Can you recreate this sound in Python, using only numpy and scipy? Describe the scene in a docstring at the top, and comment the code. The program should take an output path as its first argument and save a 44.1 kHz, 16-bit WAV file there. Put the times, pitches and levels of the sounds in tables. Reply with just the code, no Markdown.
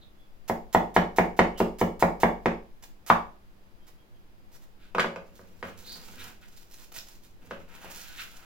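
"""A kitchen knife slices an onion on a wooden board, on a stone counter in a small tiled kitchen.
Each stroke crunches through the layers and knocks on the board; the wall echoes it, the room booms
and the cupboard below shudders. The knife is laid down with a clatter, then wet hands gather the
slices and peel them apart, and one ring cracks. An appliance hums; a bird chirps outside."""
import sys
import numpy as np
from scipy import signal
from scipy.fft import rfft, irfft, next_fast_len
from scipy.io import wavfile

SR = 44100
rng = np.random.default_rng(int(sys.argv[2]) if len(sys.argv) > 2 else 0)


def log_audio(samples):
    """Write samples as a 16-bit WAV file to the path given in sys.argv[1]."""
    # one column per channel
    frames = np.atleast_2d(samples).T
    # limit to full scale, then quantise
    limited = np.clip(frames, -1, 1)
    pcm = np.round(limited * 32767).astype(np.int16)
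    wavfile.write(sys.argv[1], SR, pcm)


N = 372629
TIME = np.arange(N) / SR

# The blade hits the board. Each row: start in seconds, then in relative dB the level, low thud,
# middle clack, bright edge, steel tick and the crunch that leads up to the hit.
CHOPS = [(0.4977, -4.5, -2, -5, 0, -6, -40), (0.7482, 5.5, -8, -4, -0.5, -3.5, -38),
         (0.9638, 4, -2, 0.5, 4.5, 5, -41), (1.1851, 3.5, -2, -1.5, 3.5, 0.5, -38),
         (1.391, 3.5, 2.5, 2.5, 7.5, 7.5, -48), (1.6028, -4, 8.5, 3, -5, 5, -39),
         (1.814, -4, 9, 2.5, 0.7, 2, -39), (2.025, 3.5, -3, -0.5, -0.5, -5, -38),
         (2.2331, 3.5, -2.5, 0.5, 2.5, -2.5, -40.5), (2.4578, -3.5, 6, 3.5, 6, 7, -68),
         (3.1005, 4.5, -13, 11.5, 0, 4, -40)]
# The knife is laid down, then hands bump the board. Each row: as above, without the crunch.
KNOCKS = [(4.9484, -15, 7.5, 10.5, -3, 14.5), (4.9824, -15, 11, 21.5, 9, 16.5),
          (4.9958, -16.5, 0, 7, 20.5, 26.5), (5.0018, -25, 9, 11, 13, 32), (5.0435, -14, 6, 10.5, 1, -3),
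          (5.1599, -25.5, 11.5, 12, 4, 16), (5.392, -40.5, 13, 14, 7, 3), (5.627, -25, 10, 14, 13.5, 17),
          (5.96, -41.5, 2.5, 8, 12, 4), (7.509, -27.5, 14.5, 15.5, 13, 19), (7.845, -30.5, 2.5, 2, 2, 11)]


def from_db(db):
    """Turn decibels (dB) into a factor to multiply a sound by."""
    return np.exp(np.asarray(db) * (np.log(10) / 20))


def rms_one(x):
    """Scale a signal so that its average strength (rms) is 1."""
    return x / np.sqrt(np.mean(x ** 2) + 1e-20)


def at_hz(points, hz):
    """Read between the rows of a (Hz, value) table, with octaves evenly spaced."""
    row_hz, values = np.array(points).T
    return np.interp(np.log(hz + 1e-9), np.log(row_hz), values)


def add(track, s, sound):
    """Mix a sound into a track, starting at s seconds."""
    start = max(round(s * SR), 0)
    track[..., start:start + sound.shape[-1]] += sound[..., :N - start]


def drift(per_s):
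    """A curve that wanders to a new random value per_s times a second."""
    values = rng.standard_normal(int(N / SR * per_s) + 2)
    return rms_one(np.interp(TIME * per_s, np.arange(len(values)), values))


def ring(t, hz, t60):
    """A struck tone, silent before t = 0. Its ring time, t60, is how long it takes to fade 60 dB."""
    t = np.maximum(t, 0)
    return np.sin(2 * np.pi * hz * t) * from_db(-60 * t / t60)


def struck(tones, t):
    """One blow rings all the tones of an object; neighbours swing opposite ways."""
    return sum((-1) ** k * from_db(db) * ring(t, hz, t60) for k, (hz, db, t60) in enumerate(tones))


def filtered(x, order, hz, kind="low"):
    """Keep what lies below hz, or between two frequencies for a "band"."""
    return signal.sosfilt(signal.butter(order, hz, kind, fs=SR, output="sos"), x)


def coloured(x, spectrum):
    """Shape the lows and highs of a signal by a (Hz, dB) table; the result has strength 1."""
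    size = next_fast_len(N)
    hz = np.arange(size // 2 + 1) * SR / size
    return rms_one(irfft(rfft(x, size) * from_db(at_hz(spectrum, hz)), size)[:N])


def grains(per_s, spread_db, spectrum):
    """Tiny bursts of random size, such as cells breaking or wet skins parting."""
    sizes = from_db(spread_db * np.minimum(rng.exponential(1, N), 4)) * rng.choice([-1, 1], N)
    return coloured(sizes * (rng.random(N) < per_s / SR), spectrum)


def stereo(a, b, hz):
    """Two unrelated signals become left and right, as alike and as loud as the microphones hear them."""
    # Sound from all around. Each row: frequency in Hz, how alike the sides are from -1 to 1.
    likeness = [(20, 0.3), (150, 0.5), (400, 0.6), (700, 0.09), (1300, -0.29), (3000, 0), (15000, 0)]
    # The louder side. Each row: frequency in Hz, left minus right in dB.
    balance = [(20, 2), (1000, -0.5), (2400, -1), (4400, -2.5), (8000, -2), (15000, -3.5)]
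    alike = np.clip(at_hz(likeness, hz), -1, 1)
    sides = np.array([[1], [-1]])
    both = np.sqrt((1 + alike) / 2) * a + sides * np.sqrt((1 - alike) / 2) * b
    return both * from_db(sides * at_hz(balance, hz) / 2)


def background(air_db=-50.0, waver_db=1.0):
    """The house rumbles and hisses while an appliance hums."""
    # Rumble and hiss. Each row: frequency in Hz, relative level in dB.
    air_spectrum = [(12, 4.5), (25, -10.5), (50, -14), (120, -22), (300, -26), (600, -28.5), (1200, -33),
                    (3000, -39.5), (7000, -48.5), (15000, -48)]
    # The appliance's tones. Each row: pitch in Hz, average level in dB.
    hum_tones = [(99.5, -74), (199.5, -71.5), (231, -81), (301, -78.5), (344, -76.5), (4813, -88)]
    size = next_fast_len(N)
    a, b = (rfft(coloured(rng.standard_normal(N), air_spectrum), size) for _ in range(2))
    air = irfft(stereo(a, b, np.arange(len(a)) * SR / size), size)[:, :N]
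    hum = sum(from_db(db + waver_db * drift(per_s=9.1)) * np.sqrt(2) * np.sin(2 * np.pi * hz * TIME)
              for hz, db in hum_tones)
    return from_db(air_db) * air + hum


def bird():
    """A bird sings short gliding chirps; a fast flutter of pitch makes them raspy."""
    # Each row: start and length in seconds, first and last pitch in Hz, level in dB,
    # flutter as a share of the pitch.
    chirps = [(0.0, 0.062, 3980, 3730, -55.5, 0.073), (0.127, 0.18, 3480, 3320, -69.5, .02),
              (1.54, .08, 2900, 3220, -50, 0.049), (3.79, 0.08, 3206, 3215, -67, .015),
              (3.956, .09, 3300, 3240, -71, 0.019), (4.116, .11, 3240, 3200, -72, 0.016),
              (5.815, 0.2, 3990, 4720, -41.5, 0.074)]
    out, wobble = np.zeros(N), drift(per_s=900)
    for s, length, first_hz, last_hz, db, flutter in chirps:
        count = int(length * SR)
        hz = np.linspace(first_hz, last_hz, count) * (1 + flutter * wobble[:count])
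        add(out, s, from_db(db) * np.hanning(count) * np.sin(2 * np.pi * np.cumsum(hz) / SR))
    return out


def onion(gain_db=4.0, first_cut_s=0.019, slowing=0.07, release_s=0.006):
    """Cells burst louder as the blade sinks and stop at the board; snapping layers crunch the same way."""
    # Single layers snap apart. Each row: start and length in seconds, relative level in dB.
    snaps = [(2.824, .018, -47), (3.867, 0.023, -55), (4.516, 0.051, -56), (4.615, 0.025, -59.5),
             (6.919, 0.0049, -46), (6.944, 0.021, -43.5), (7.899, 0.022, -42.5)]
    # Bursting cells. Each row: frequency in Hz, relative level in dB.
    crunch_spectrum = [(200, -9), (800, 2), (2000, -1.5), (4000, -1.5), (6500, 2), (10000, 0.5), (15000, 2)]
    cut_lengths = first_cut_s * (1 + slowing) ** np.arange(len(CHOPS))
    cuts = [(s - length, length, db) for (s, *_, db), length in zip(CHOPS, cut_lengths)]
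    effort = np.zeros(N)
    for s, length, db in cuts + snaps:
        end = s + length
        effort += from_db(db) * np.interp(TIME, [s, end, end + release_s], [0.5, 1, 0], left=0)
    return from_db(gain_db) * effort * grains(per_s=7000, spread_db=2.5, spectrum=crunch_spectrum)


def board_blows(rows, thud_hz, bass_db, ring_scale, tick_db, tick_t60, boom_db, boom_t60, boom_lag_s):
    """Blows on the board give two tracks: wood knocking with a tick of steel, and the room booming."""
    # Tones of the board, damped by the counter.
    # Each row: pitch in Hz, relative level in dB, ring time in seconds before ring_scale.
    board_tones = [(264.3, -30.5, 0.01), (427, -8, 0.013), (573.4, -15, 0.075), (802, 2.5, 0.0079),
                   (1160, -4.5, 0.01), (1272, -13.5, 0.021), (1473, -20.5, 0.034), (1790, -13, .012),
                   (2207, -14.5, .011), (2730, -22.5, 0.004), (3450, -31, 0.022)]
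    # Tones that build up between the walls. Each row: pitch in Hz, relative level in dB.
    room_tones = [(94, -9), (170, 0), (183, 1.75), (229, 2.5), (339, -5), (374, -4.5), (428, -7.5),
                  (471, -6.5), (552, -2), (643, -4), (681, -7), (708, -9), (754, -18), (773, -21.5),
                  (851, -10), (894, -11), (942, -16.5), (996, -9.5), (1155, -15), (1219, -15),
                  (1370, -20.5), (1696, -18.5), (1790, -31.5), (2078, -24), (2137, -22), (2307, -25.5)]
    # The tick of steel. Each row: frequency in Hz, relative level in dB.
    tick_spectrum = [(1000, -9.5), (2800, 2), (4500, -10.5), (7000, -13), (15000, -23.5)]
    knock, boom = np.zeros(N), np.zeros(N)
    t = np.arange(int(0.42 * SR)) / SR
    tick = coloured(rng.standard_normal(N), tick_spectrum)
    for s, level_db, thud_db, clack_db, edge_db, steel_db, *_ in rows:
        # Where and how hard the blow lands decides which tones stand out.
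        colour = [(thud_hz / 2, thud_db / 2 + bass_db), (thud_hz, thud_db), (750, 0), (850, 0),
                  (1250, clack_db), (2000, edge_db)]
        wood = struck([(hz * rng.normal(1, 0.035), db + at_hz(colour, hz), t60 * ring_scale)
                       for hz, db, t60 in board_tones], t)
        # A small board sends out little bass, and its wood gives way, which softens the hit.
        wood = filtered(wood, 2, [243, 2972], "band")
        steel = from_db(tick_db + steel_db - 60 * t / tick_t60) * np.roll(tick, -round(s * SR))[:len(t)]
        room = struck([(hz, db + at_hz(colour, hz) + rng.normal(0, 2), boom_t60)
                       for hz, db in room_tones], t - boom_lag_s)
        add(knock, s, from_db(level_db) * (wood + steel))
        add(boom, s, from_db(level_db + boom_db) * room)
    return np.array([knock, boom])


def cupboard():
    """The cupboard under the counter shudders at each chop."""
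    # Each row: pitch in Hz, relative level in dB, ring time in seconds.
    cupboard_tones = [(43.1, -38.5, 0.74), (64, -43.5, .45), (127, -42, .22)]
    out, shudder = np.zeros(N), struck(cupboard_tones, np.arange(SR) / SR)
    for s, db, thud_db, *_ in CHOPS:
        add(out, s, from_db(db + thud_db / 2) * shudder)
    return out


def swipes(gain_db=2.0):
    """Skin or a sleeve brushes the wood in a swell of fine grains."""
    # A sleeve, then hands, sweep the board. Each row: start and length in seconds, relative level in dB.
    sweeps = [(4.76, 0.17, -64), (6.157, 0.097, -48), (6.405, 0.061, -58), (7.76, 0.7, -55.5),
              (8.168, 0.073, -42)]
    # Skin or cloth on wood. Each row: frequency in Hz, relative level in dB.
    skin_spectrum = [(500, -24), (1220, -4.5), (1480, 9.5), (1800, -2), (2400, 1.5), (3800, 0.5),
                     (5500, -9), (10000, -10.5)]
    speed = np.zeros(N)
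    for s, length, db in sweeps:
        add(speed, s, from_db(db + gain_db) * np.hanning(int(length * SR)))
    return speed * grains(per_s=4900, spread_db=0.0, spectrum=skin_spectrum)


def loose_knife(gain_db=-6.5, edge_share=0.88):
    """The knife lying on the board rings at every knock, more so when the contact is hard."""
    # Each row: pitch in Hz, relative level in dB, ring time in seconds.
    knife_tones = [(1473, -19, 0.058), (1625, -24, .04), (3940, -29.5, .05), (4670, -29, 0.035),
                   (5150, -32, 0.026)]
    out, ringing = np.zeros(N), struck(knife_tones, TIME[:SR // 4])
    for s, db, _, _, edge_db, _ in KNOCKS:
        add(out, s, from_db(gain_db + db + edge_share * edge_db) * ringing)
    return out


def hand_speed(s, length, rise_s=0.022, settle_s=0.04):
    """A hand gets up to speed, keeps going, then eases to rest."""
    rise = np.clip((TIME - s) / rise_s, 0, 1)
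    return rise * np.exp(-np.clip((TIME - s - length) / settle_s, 0, 20))


def hands(rub_db=-3.0, peel_rub_db=-13, wet_db=0.5, lean_db=-6.5, stick_db=1.5, clump_db=4.0):
    """Slices stick and slip over the wood, crackle in clumps between the fingers, and the board rumbles."""
    # A hand pushes slices. Each row: start and length in seconds, then in relative dB
    # the rubbing, the wet crackle and the rumble of the hand's weight.
    slides = [(5.24, 0.36, -69.5, -65, -57), (5.624, 0.046, -47.5, -52.5, -43.5),
              (5.765, .29, -58.5, -48.5, -56.5), (6.057, 0.12, -58.5, -50.5, -55),
              (6.185, .1, -52.5, -50, -55), (7.403, 0.2, -64.5, -65, -52), (7.501, 0.023, -49, -76, -50),
              (7.672, 0.16, -54, -55.5, -58), (7.819, 0.064, -50.5, -54, -61),
              (7.92, 0.34, -59, -46.5, -66), (8.307, 0.13, -58, -57, -74)]
    # Fingers peel wet rings apart. 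Each row: start and length in seconds, crackle in relative dB.
    peels = [(6.404, 0.062, -56.5), (6.506, 0.12, -55), (6.692, 0.076, -54.5), (6.773, 0.039, -48.5),
             (6.929, 0.053, -42), (7.052, 0.073, -53), (7.219, .035, -54)]
    # The tone of the rubbing, crackle and rumble. Each row: frequency in Hz, relative level in dB.
    rub_spectrum = [(100, -12), (200, -3), (450, -8), (800, 4), (1230, 1.5), (1480, 7), (1750, 0),
                    (2700, 2.5), (5000, -15), (10000, -20)]
    wet_spectrum = [(1500, -17.5), (4000, -8), (7000, -6), (10000, -8), (15000, -6.5)]
    rumble_spectrum = [(30, -24), (65, -2), (95, 0.5), (130, -20.5), (195, 3.5), (300, -8.5), (500, -8.5),
                       (1500, -45)]
    rubbing, crackle, weight = sum(np.outer(from_db(levels_db), hand_speed(s, length))
                                   for s, length, *levels_db in slides)
    peeling = sum(from_db(db) * hand_speed(s, length) for s, length, db in peels)
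    friction = grains(per_s=2200, spread_db=4.0, spectrum=rub_spectrum)
    skins = grains(per_s=1800, spread_db=3.6, spectrum=wet_spectrum)
    rub = from_db(rub_db) * (rubbing + from_db(peel_rub_db) * peeling) * friction
    wet = from_db(wet_db) * (crackle + peeling) * skins
    rumble = from_db(lean_db) * weight * coloured(rng.standard_normal(N), rumble_spectrum)
    sticking = rms_one(from_db(stick_db * drift(per_s=60)))
    clumps = rms_one(from_db(clump_db * drift(per_s=70)))
    return rub * sticking + wet * clumps + rumble


def crack(start_s=6.9872, gain_db=-26.5):
    """A stiff onion ring breaks in two between the fingers with one sharp snap."""
    # Its brittle wall. Each row: pitch in Hz, relative level in dB, ring time in seconds.
    crack_tones = [(3570, -1.5, 0.0035), (5250, 2, 0.0043), (6200, -2, 0.0046), (7300, -6, .003)]
    out = np.zeros(N)
    add(out, start_s, from_db(gain_db) * struck(crack_tones, TIME[:SR // 20]))
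    return out


def kitchen(x, wall_lag_s=0.00225, wall_gain=0.21, wall_hz=2500, tail_lag_s=0.0022, build_s=0.0011):
    """The direct sound, an echo off the tiles behind the board, then the room's fading tail."""
    # The tail's strength. Each row: frequency in Hz, level in dB against the direct sound.
    tail_levels = [(60, 2), (130, 7.5), (300, 2.5), (600, 0.5), (1000, -0.5), (2000, 2.5), (4000, -1.5),
                   (14000, -7)]
    # The tail's length. Each row: frequency in Hz, ring time in seconds.
    tail_times = [(100, .45), (260, 0.37), (700, 0.37), (1800, 0.28), (4800, .33), (13000, .28)]
    t = np.arange(SR * 3 // 5) / SR
    noise, tail = rng.standard_normal((2, 2, len(t))), 0
    build_up = np.clip((t - tail_lag_s) / build_s, 0, 1)
    edges_hz = np.geomspace(45, 18000, 21)
    for k, (low, high) in enumerate(zip(edges_hz, edges_hz[1:])):
        hz = np.sqrt(low * high)
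        band = filtered(noise[k % 2], 2, [low, high], "band")
        band *= from_db(-60 * t / at_hz(tail_times, hz)) * build_up
        # Give each band energy in step with its width.
        band *= np.sqrt(2 * (high - low) / SR / np.sum(band ** 2, axis=1, keepdims=True))
        tail += from_db(at_hz(tail_levels, hz)) * stereo(*band, hz)
    dull = filtered(x, 1, wall_hz)
    echo = np.array([np.interp(TIME - wall_lag_s + lead_s, TIME, dull) for lead_s in (0.00008, 0)])
    # The left microphone faces away: its direct sound is later and duller.
    left = filtered(np.interp(TIME - 0.00002, TIME, x), 1, hz=5000)
    return np.array([left, x]) + wall_gain * echo + signal.oaconvolve(x[None], tail, axes=1)[:, :N]


def scene():
    """Board, knife, onion, hands and bird sound through the kitchen, over its hum."""
    chops = board_blows(CHOPS, thud_hz=403, bass_db=2.0, ring_scale=0.89, tick_db=-29.5, tick_t60=0.05,
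                        boom_db=-23.5, boom_t60=0.31, boom_lag_s=0.003975)
    # With no weight on it, the board thuds higher.
    knocks = board_blows(KNOCKS, thud_hz=560, bass_db=-4.0, ring_scale=0.81, tick_db=-32.0,
                         tick_t60=0.045, boom_db=-22.5, boom_t60=0.36, boom_lag_s=0.00409)
    board, boom = from_db(-4.5) * chops + from_db(-2.5) * knocks
    direct = board + loose_knife() + onion() + crack() + hands() + swipes() + bird()
    return kitchen(direct) + boom + cupboard() + background()


def record(dry, port_hz=8800, port_q=5.0, port_dip=0.56, ceiling=0.92, cutoff_hz=15900):
    """The microphone openings dent the treble; the tallest peaks are rounded and the top treble is cut."""
    notched = signal.lfilter(*signal.iirnotch(port_hz, port_q, fs=SR), dry)
    dented = dry + port_dip * (notched - dry)
    rounded = dented / (1 + (dented / ceiling) ** 8) ** (1 / 8)
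    return signal.sosfilt(signal.ellip(12, 0.2, 70, cutoff_hz, fs=SR, output="sos"), rounded)


dry = scene()
out = record(dry)
log_audio(out)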